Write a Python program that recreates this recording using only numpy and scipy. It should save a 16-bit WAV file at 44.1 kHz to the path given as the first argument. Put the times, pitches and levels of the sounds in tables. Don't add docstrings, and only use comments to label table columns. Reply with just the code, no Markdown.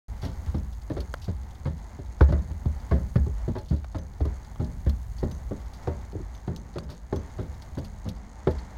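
import sys
import numpy as np
from scipy import signal
from scipy.fft import rfft, irfft, next_fast_len
from scipy.io import wavfile
from scipy.ndimage import uniform_filter1d

SR = 44100
rng = np.random.default_rng(int(sys.argv[2]) if len(sys.argv) > 2 else 0)


def wav_record(signal):
    frames = np.transpose(np.atleast_2d(signal))
    bounded = np.clip(frames, -1, 1)
    quanta = np.round(bounded * 32767).astype(np.int16)
    wavfile.write(sys.argv[1], SR, quanta)


N = 386757
TIME = np.arange(N) / SR
BLOW = np.arange(SR * 6 // 10) / SR

# start_s, roll_s, ring_factor, plank_hz, boom_db, thud_db, knock_db, clack_db
HOOF_BLOWS = [(0.226, .011, 1.34, 401, -31, -34, -43, -50), (0.463, 0.0088, 1.5, 335, -28, -44, -60, -59.5),
              (0.543, 0.0027, 1.02, 313, -27.5, -29.5, -38, -56.5),
              (0.9, 0.0047, 1.2, 297, -40, -32, -33.5, -56),
              (0.966, 0.0042, 0.98, 355, -34.5, -44, -36, -53.5),
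              (1.28, 0.0071, 0.54, 384, -29.5, -29.5, -41, -60.5),
              (1.655, 0.0052, .8, 255, -28, -27.5, -36.5, -49.5),
              (1.988, 0.0031, 1.1, 390, -40, -42, -44.5, -68),
              (2.208, 0.0021, 0.65, 327, -12, -22.5, -25.5, -37),
              (2.287, 0.0044, 1.8, 316, -36, -26, -39, -52.5),
              (2.323, 0.0014, 1, 361, -20.5, -35, -34.5, -45.5),
              (2.5, 0.0058, 1.1, 286, -33, -45, -51.5, -65),
              (2.656, 0.0012, .7, 277, -23.5, -27.5, -42, -59),
              (2.911, 0.0057, 1.3, 399, -19, -25, -31.5, -43.5),
              (3.157, 0.0017, .7, 345, -26, -19, -35, -45), (3.198, .004, 1.1, 330, -20.5, -37, -58, -78),
              (3.263, 0.0024, 0.86, 366, -38, -31, -39.5, -66),
              (3.478, 0.0062, 0.53, 353, -32.5, -27.5, -33, -61),
              (3.553, 0.0091, 0.96, 255, -40, -37, -36, -51),
              (3.709, 0.012, 0.69, 379, -22.5, -24, -39.5, -57.5),
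              (3.946, 0.0023, 1.45, 308, -33.5, -36, -38.5, -49.5),
              (4.204, 0.0018, 0.63, 420, -22, -34, -35, -56),
              (4.251, 0.0038, 1.2, 411, -37, -35.5, -37, -58),
              (4.596, 0.0054, 1.35, 326, -28.5, -28.5, -38, -56),
              (4.863, 0.0064, 0.8, 285, -18.5, -28.5, -38, -53.5),
              (5.229, 0.0015, 0.96, 362, -28, -28, -30, -53.5),
              (5.51, 0.0056, 0.74, 290, -53, -33.5, -34.5, -63),
              (5.872, 0.002, 1.1, 490, -29, -31.5, -31.5, -49),
              (6.13, .0039, 0.5, 376, -41, -43, -46.5, -88),
              (6.152, .0027, 0.65, 393, -39, -38, -37.5, -81),
              (6.194, 0.0028, 0.74, 372, -47, -41.5, -42.5, -92),
              (6.476, 0.0019, 1.8, 368, -35, -29.5, -38.5, -55.5),
              (6.757, 0.0042, 1.63, 368, -45, -35, -36.5, -54.5),
              (6.89, 0.0085, 1.8, 379, -53, -43.5, -52, -57.5),
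              (7.126, 0.0022, 0.65, 330, -30.5, -29.5, -29.5, -48.5),
              (7.164, 0.0028, 1.3, 378, -50, -43, -41, -63),
              (7.384, 0.0064, 1.5, 373.6, -41, -32.5, -37, -55),
              (7.772, 0.0054, 1.24, 287, -38, -33.5, -37, -57.5),
              (8.054, 0.0075, 1.47, 268, -38, -32, -42, -59),
              (8.471, 0.0014, 0.69, 387, -27, -24.5, -21.5, -41)]


def from_db(db):
    return 10 ** (np.asarray(db) / 20)


def rms_one(x):
    return x / np.sqrt(np.mean(x ** 2) + 1e-20)


def at_level(x, db, opening_s=.04):
    return x * from_db(db) / np.sqrt(np.mean(x[:int(opening_s * SR)] ** 2) + 1e-20)


def look_up(x, rows):
    return np.interp(x, *np.transpose(rows))


def add(track, start_s, sound):
    start = int(np.clip(start_s * SR, 0, N - 1))
    track[start:start + len(sound)] += sound[:N - start]


def fade(fade_s):
    return np.exp(-np.log(1000) * BLOW / fade_s)


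def hiss():
    return rng.standard_normal(len(BLOW))


def noise(spectrum, size):
    hz, db = np.transpose(spectrum)
    padded = next_fast_len(size)
    bins_hz = np.arange(padded // 2 + 1) * SR / padded
    gain = from_db(np.interp(np.log(bins_hz + 1), np.log(hz), db))
    shaped = rfft(rng.standard_normal(padded)) * gain
    return rms_one(irfft(shaped, padded)[:size])


def band(x, low_hz, high_hz):
    return signal.sosfilt(signal.butter(2, [low_hz, high_hz], "band", fs=SR, output="sos"), x)


def resonance(x, hz, width_hz):
    r = np.exp(-np.pi * width_hz / SR)
    feedback = [1, -2 * r * np.cos(2 * np.pi * hz / SR), r * r]
    return signal.lfilter(np.array([1, 0, -1]) * (1 - r * r) / 2, feedback, x + 1e-18)


def valley(rush_db=-53, swell_db=2.28, wind_boost_db=1):
    # pitch_hz, relative_db
    rush_tone = [(100, -14.5), (200, 6.5), (320, -4), (480, -6.5), (870, -1), (1100, -7.5), (1500, -11.5),
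                 (2100, -11.5), (2550, -23.5), (4500, -24.5), (5300, -25.5), (6700, -23.5), (10000, -44),
                 (16000, -63)]
    # pitch_hz, relative_db
    wind_tone = [(15, -10), (28, -31), (42, 1), (58, 4), (75, -1.5), (100, -8.5), (160, -20), (300, -40.5),
                 (800, -56)]
    # time_s, level_db
    gusts = [(0.3, -36.5), (0.44, -34), (0.7, -37), (2.16, -41), (2.42, -38), (2.73, -36), (3.11, -34.5),
             (3.91, -42.5), (5.02, -35), (7.0, -44.5), (7.45, -38), (8.09, -41.5), (8.22, -45.5),
             (8.77, -41.5)]
    wind = from_db(look_up(TIME, gusts) + wind_boost_db) * noise(wind_tone, N)
    swell = rms_one(uniform_filter1d(rng.standard_normal(N), size=SR // 4))
    return from_db(rush_db + swell_db * swell) * noise(rush_tone, N) + wind


def ticking(level_db=-66, ticks_per_s=60, strays_per_s=35, jitter_s=0.00014, uneven_db=2):
    # pitch_hz, width_hz, relative_db
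    tick_notes = [(4490, 650, 3.5), (6530, 510, 10), (8120, 410, -3.5), (9030, 250, -6.5)]
    clicks = 1.0 * (rng.random(N) < strays_per_s / SR)
    beats_s = np.arange(0, N / SR, 1 / ticks_per_s)
    beats_s += jitter_s * rng.standard_normal(len(beats_s))
    clicks[np.clip(beats_s * SR, 0, N - 1).astype(int)] = 1
    clicks *= from_db(uneven_db * rng.standard_normal(N))
    rings = sum(from_db(db) * resonance(clicks, hz, width) for hz, width, db in tick_notes)
    return from_db(level_db) * rms_one(band(rings, 2100, 10500))


def clink(scrape_s, hz, ring_db, fade_s):
    rub = hiss() * np.exp(-BLOW / scrape_s)
    metal = resonance(rub, hz, width_hz=np.log(1000) / (np.pi * fade_s))
    glint = resonance(rub, 11800 * (1 + 0.062 * rng.standard_normal()), width_hz=900)
    scrape = band(rub, 2900, 6200) + from_db(-12) * band(rub, 6000, 10200) + from_db(-8) * glint
    return at_level(scrape, 0) + at_level(metal, ring_db)


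def bit_and_saddle(clink_hz=4430, buckle_hz=6120, faint_db=-65, faint_count=45):
    # start_s, scrape_s, ring_over_scrape_db, level_db
    clinks = [(0.218, 0.044, -7, -53.5), (0.25, 0.01, -9, -53), (1.004, .0094, -3, -51),
              (1.218, 0.03, -7, -56), (1.243, 0.01, -4, -56), (2.21, .002, -12, -61),
              (3.584, 0.011, 1, -57.5), (3.685, 0.031, -4, -58.5), (4.137, .001, -6, -70),
              (4.254, 0.0031, -17, -61.5), (4.645, 0.0069, -9, -60.5), (4.895, 0.0055, -6, -53.5),
              (5.183, 0.018, 2, -56.5), (5.734, 0.028, -10, -58), (6.122, .0015, -8, -66),
              (6.562, 0.0023, -17, -55.5), (6.785, .004, -1, -51.5), (6.9, 0.029, -7, -55),
              (7.621, 0.0093, -12, -57.5), (7.785, .0072, -7, -57), (7.847, 0.011, -16, -56),
              (8.088, 0.0077, -18, -50.5), (8.509, .013, -23, -58.5), (8.584, 0.0099, 11, -57.5)]
    # start_s, level_db
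    buckle_rings = [(3.984, -59), (5.313, -56), (6.349, -60), (6.562, -59), (7.16, -55)]
    out = np.zeros(N)
    for start_s, scrape_s, ring_db, db in clinks:
        hz = clink_hz * (1 + 0.032 * rng.standard_normal())
        add(out, start_s, at_level(clink(scrape_s, hz, ring_db, fade_s=.015), db))
    for start_s, db in buckle_rings:
        buckle = clink(scrape_s=0.0062, hz=buckle_hz, ring_db=-3.5, fade_s=0.17)
        add(out, start_s, at_level(buckle, db))
    for when, pitch, softness in rng.random((faint_count, 3)):
        faint = clink(scrape_s=0.0089, hz=3400 + 1800 * pitch, ring_db=-4, fade_s=0.01)
        add(out, when * N / SR, at_level(faint, faint_db - 6 * softness))
    return out


def hoof_force(roll_s, touches_per_s=2500):
    touches = (rng.random(len(BLOW)) < touches_per_s / SR) * hiss()
    force = touches * BLOW / roll_s * np.exp(1 - BLOW / roll_s)
    force[0] = 2.18
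    return force


def wood(force, notes, ring_factor, low_hz, high_hz, crack_db, rattle_db, rattle_s):
    hz, db, fade_s = np.transpose(notes)[:, :, None]
    tuning, strength, side = rng.standard_normal((3, len(notes), 1))
    gain = from_db(db + 2 * strength) * np.sign(side)
    waves = np.sin(2 * np.pi * hz * (1 + 0.033 * tuning) * BLOW)
    rings = (gain * fade(fade_s * ring_factor) * waves).sum(axis=0)
    struck = signal.fftconvolve(force, at_level(rings, 0))[:len(BLOW)]
    crack = signal.fftconvolve(force, hiss() * fade(0.023 * ring_factor))[:len(BLOW)]
    crack = at_level(band(crack, low_hz, high_hz), crack_db)
    rattle = rms_one(band(hiss(), low_hz, high_hz)) * fade(rattle_s * ring_factor)
    body = at_level(struck, 0) + crack + from_db(rattle_db) * rattle
    return band(body, 0.71 * low_hz, 1.234 * high_hz)


def wood_note(hz, fade_s, roll_s):
    swell = 1 - np.exp(-BLOW / (roll_s + 0.68 / hz))
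    return np.sin(2 * np.pi * hz * BLOW) * swell * fade(fade_s)


def grit(decay_s, uneven_db=4):
    # pitch_hz, relative_db
    grit_tone = [(1500, 1), (2400, -10.5), (3300, -2), (4500, -3), (5500, -10), (7000, -30), (10000, -20),
                 (16000, -47)]
    grains = from_db(uneven_db * rms_one(uniform_filter1d(hiss(), size=40)))
    return noise(grit_tone, len(BLOW)) * grains * np.exp(-BLOW / decay_s)


def hooves(usual_plank_hz=345, usual_clack_db=-57):
    # pitch_hz, relative_db, base_fade_s
    plank_notes = [(110.8, 2.5, 0.18), (144.6, -10, 0.068), (165.1, -3, 0.29), (209.7, -5.5, 0.34),
                   (231.8, -5.5, 0.21), (266.7, 0, 0.14), (317, -3.5, 0.12), (393, -3.5, 0.15),
                   (432.8, -7, 0.13), (524, 0.5, 0.23), (578, 6.5, 0.17), (631.6, -1, 0.33),
                   (673, -1, 0.11), (860, -3, 0.21), (997, -11, 0.17), (1152, -4, 0.031),
                   (1305, 10.5, 0.059), (1450, -28, 0.025), (1727, 6, 0.26), (1827, 6.5, 0.072),
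                   (2043, 8.5, 0.14)]
    # low_hz, high_hz, crack_db, rattle_db, base_rattle_fade_s, main_note_db, base_main_note_fade_s
    parts = [(92.6, 210, -3.5, -0.5, 0.51, 0.5, 0.076), (236, 516, -4.5, -3, 0.37, -2, 0.095),
             (540, 1080, -2.5, -5, 0.22, -6, 0.089), (865, 1846, 7.5, 9, 0.28, -14, 0.012)]
    borders_hz = [260, 500, 950]
    # base_pitch_hz, share_of_plank_tuning, spread_octaves
    main_notes = [(118.9, 0.066, .17), (345, 0.96, 0.033), (587.4, 0.55, .1), (1040, 0.1, .16)]
    # clack_db, clack_pitch_factor
    clack_rise = [(-39.5, 0.94), (-37.5, 2.19)]
    # time_s, level_db
    grit_levels = [(0.9, -56), (2.5, -59.5), (5.5, -60), (8.4, -58)]
    out, plank = np.zeros(N), np.array(plank_notes)
    part_of_note = np.digitize(plank[:, 0], borders_hz)
    for start_s, roll_s, ring_factor, plank_hz, _, thud_db, knock_db, clack_db in HOOF_BLOWS:
        main_hz = [hz * (plank_hz / usual_plank_hz) ** share * 2 ** (spread * rng.standard_normal())
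                   for hz, share, spread in main_notes]
        main_hz[-1] *= look_up(clack_db, clack_rise)
        clop_db = knock_db + 0.49 * (clack_db - knock_db) + 2.5
        levels_db = [thud_db, knock_db, clop_db, clack_db]
        force = hoof_force(roll_s)
        for k, (*wood_settings, note_db, note_fade_s) in enumerate(parts):
            body = wood(force, plank[part_of_note == k], ring_factor, *wood_settings)
            main = wood_note(main_hz[k], note_fade_s * ring_factor, roll_s)
            add(out, start_s, at_level(at_level(body, 0) + at_level(main, note_db), levels_db[k]))
        boards = rms_one(band(hiss(), 107, 293)) * fade(0.51)
        add(out, start_s, from_db(thud_db - 23) * boards)
        grit_db = look_up(start_s, grit_levels) + 0.57 * (clack_db - usual_clack_db)
        add(out, start_s, at_level(grit(decay_s=6.3 * roll_s + .002), grit_db))
    return out


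def boom(hz, swell_s=0.012):
    swing = np.sin(2 * np.pi * hz * BLOW) * (1 - np.exp(-BLOW / swell_s)) * fade(0.26)
    rumble = rms_one(band(hiss(), 52.6, 69.5)) * (1 - np.exp(-BLOW / 0.014)) * fade(0.79)
    return at_level(swing, 0) + from_db(-13) * rumble


def deck(lag_s=0.0049, sag_after_s=.095, sag_hz=61.2, usual_sag_db=-36.5, usual_knock_db=-34.5):
    # boom_db, pitch_hz
    boom_pitch = [(-32, 81.9), (-19, 69)]
    out = np.zeros(N)
    for start_s, _, _, _, boom_db, _, knock_db, _ in HOOF_BLOWS:
        add(out, start_s + lag_s, at_level(boom(look_up(boom_db, boom_pitch)), boom_db))
        sag = boom(sag_hz * (1 + 0.047 * rng.standard_normal()))
        sag_db = usual_sag_db + 0.48 * (knock_db - usual_knock_db)
        add(out, start_s + sag_after_s, at_level(sag, sag_db))
    return out


def glancing_hooves():
    # start_s, level_db
    touches = [(1.14, -37.5), (3.844, -50.5), (4.559, -53.5), (4.896, -53), (6.784, -46)]
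    out = np.zeros(N)
    for start_s, db in touches:
        click = band(hiss() * fade(.016), 400, 1350)
        snap = band(hiss() * fade(0.0093), 3700, 21000)
        crunch = grit(decay_s=.003)
        add(out, start_s, at_level(click, db) + at_level(snap, db - 25) + at_level(crunch, db - 12))
    return out


def scene():
    return (hooves() + glancing_hooves() + deck() + bit_and_saddle() + ticking() + valley())[None]


def record(dry, start_s=0.0818, cutoff_hz=15900):
    opened = dry * np.clip((TIME - start_s) / 0.0032, 0, 1)
    return signal.sosfilt(signal.ellip(10, .1, 90, cutoff_hz, fs=SR, output="sos"), opened)


dry = scene()
out = record(dry)
wav_record(out)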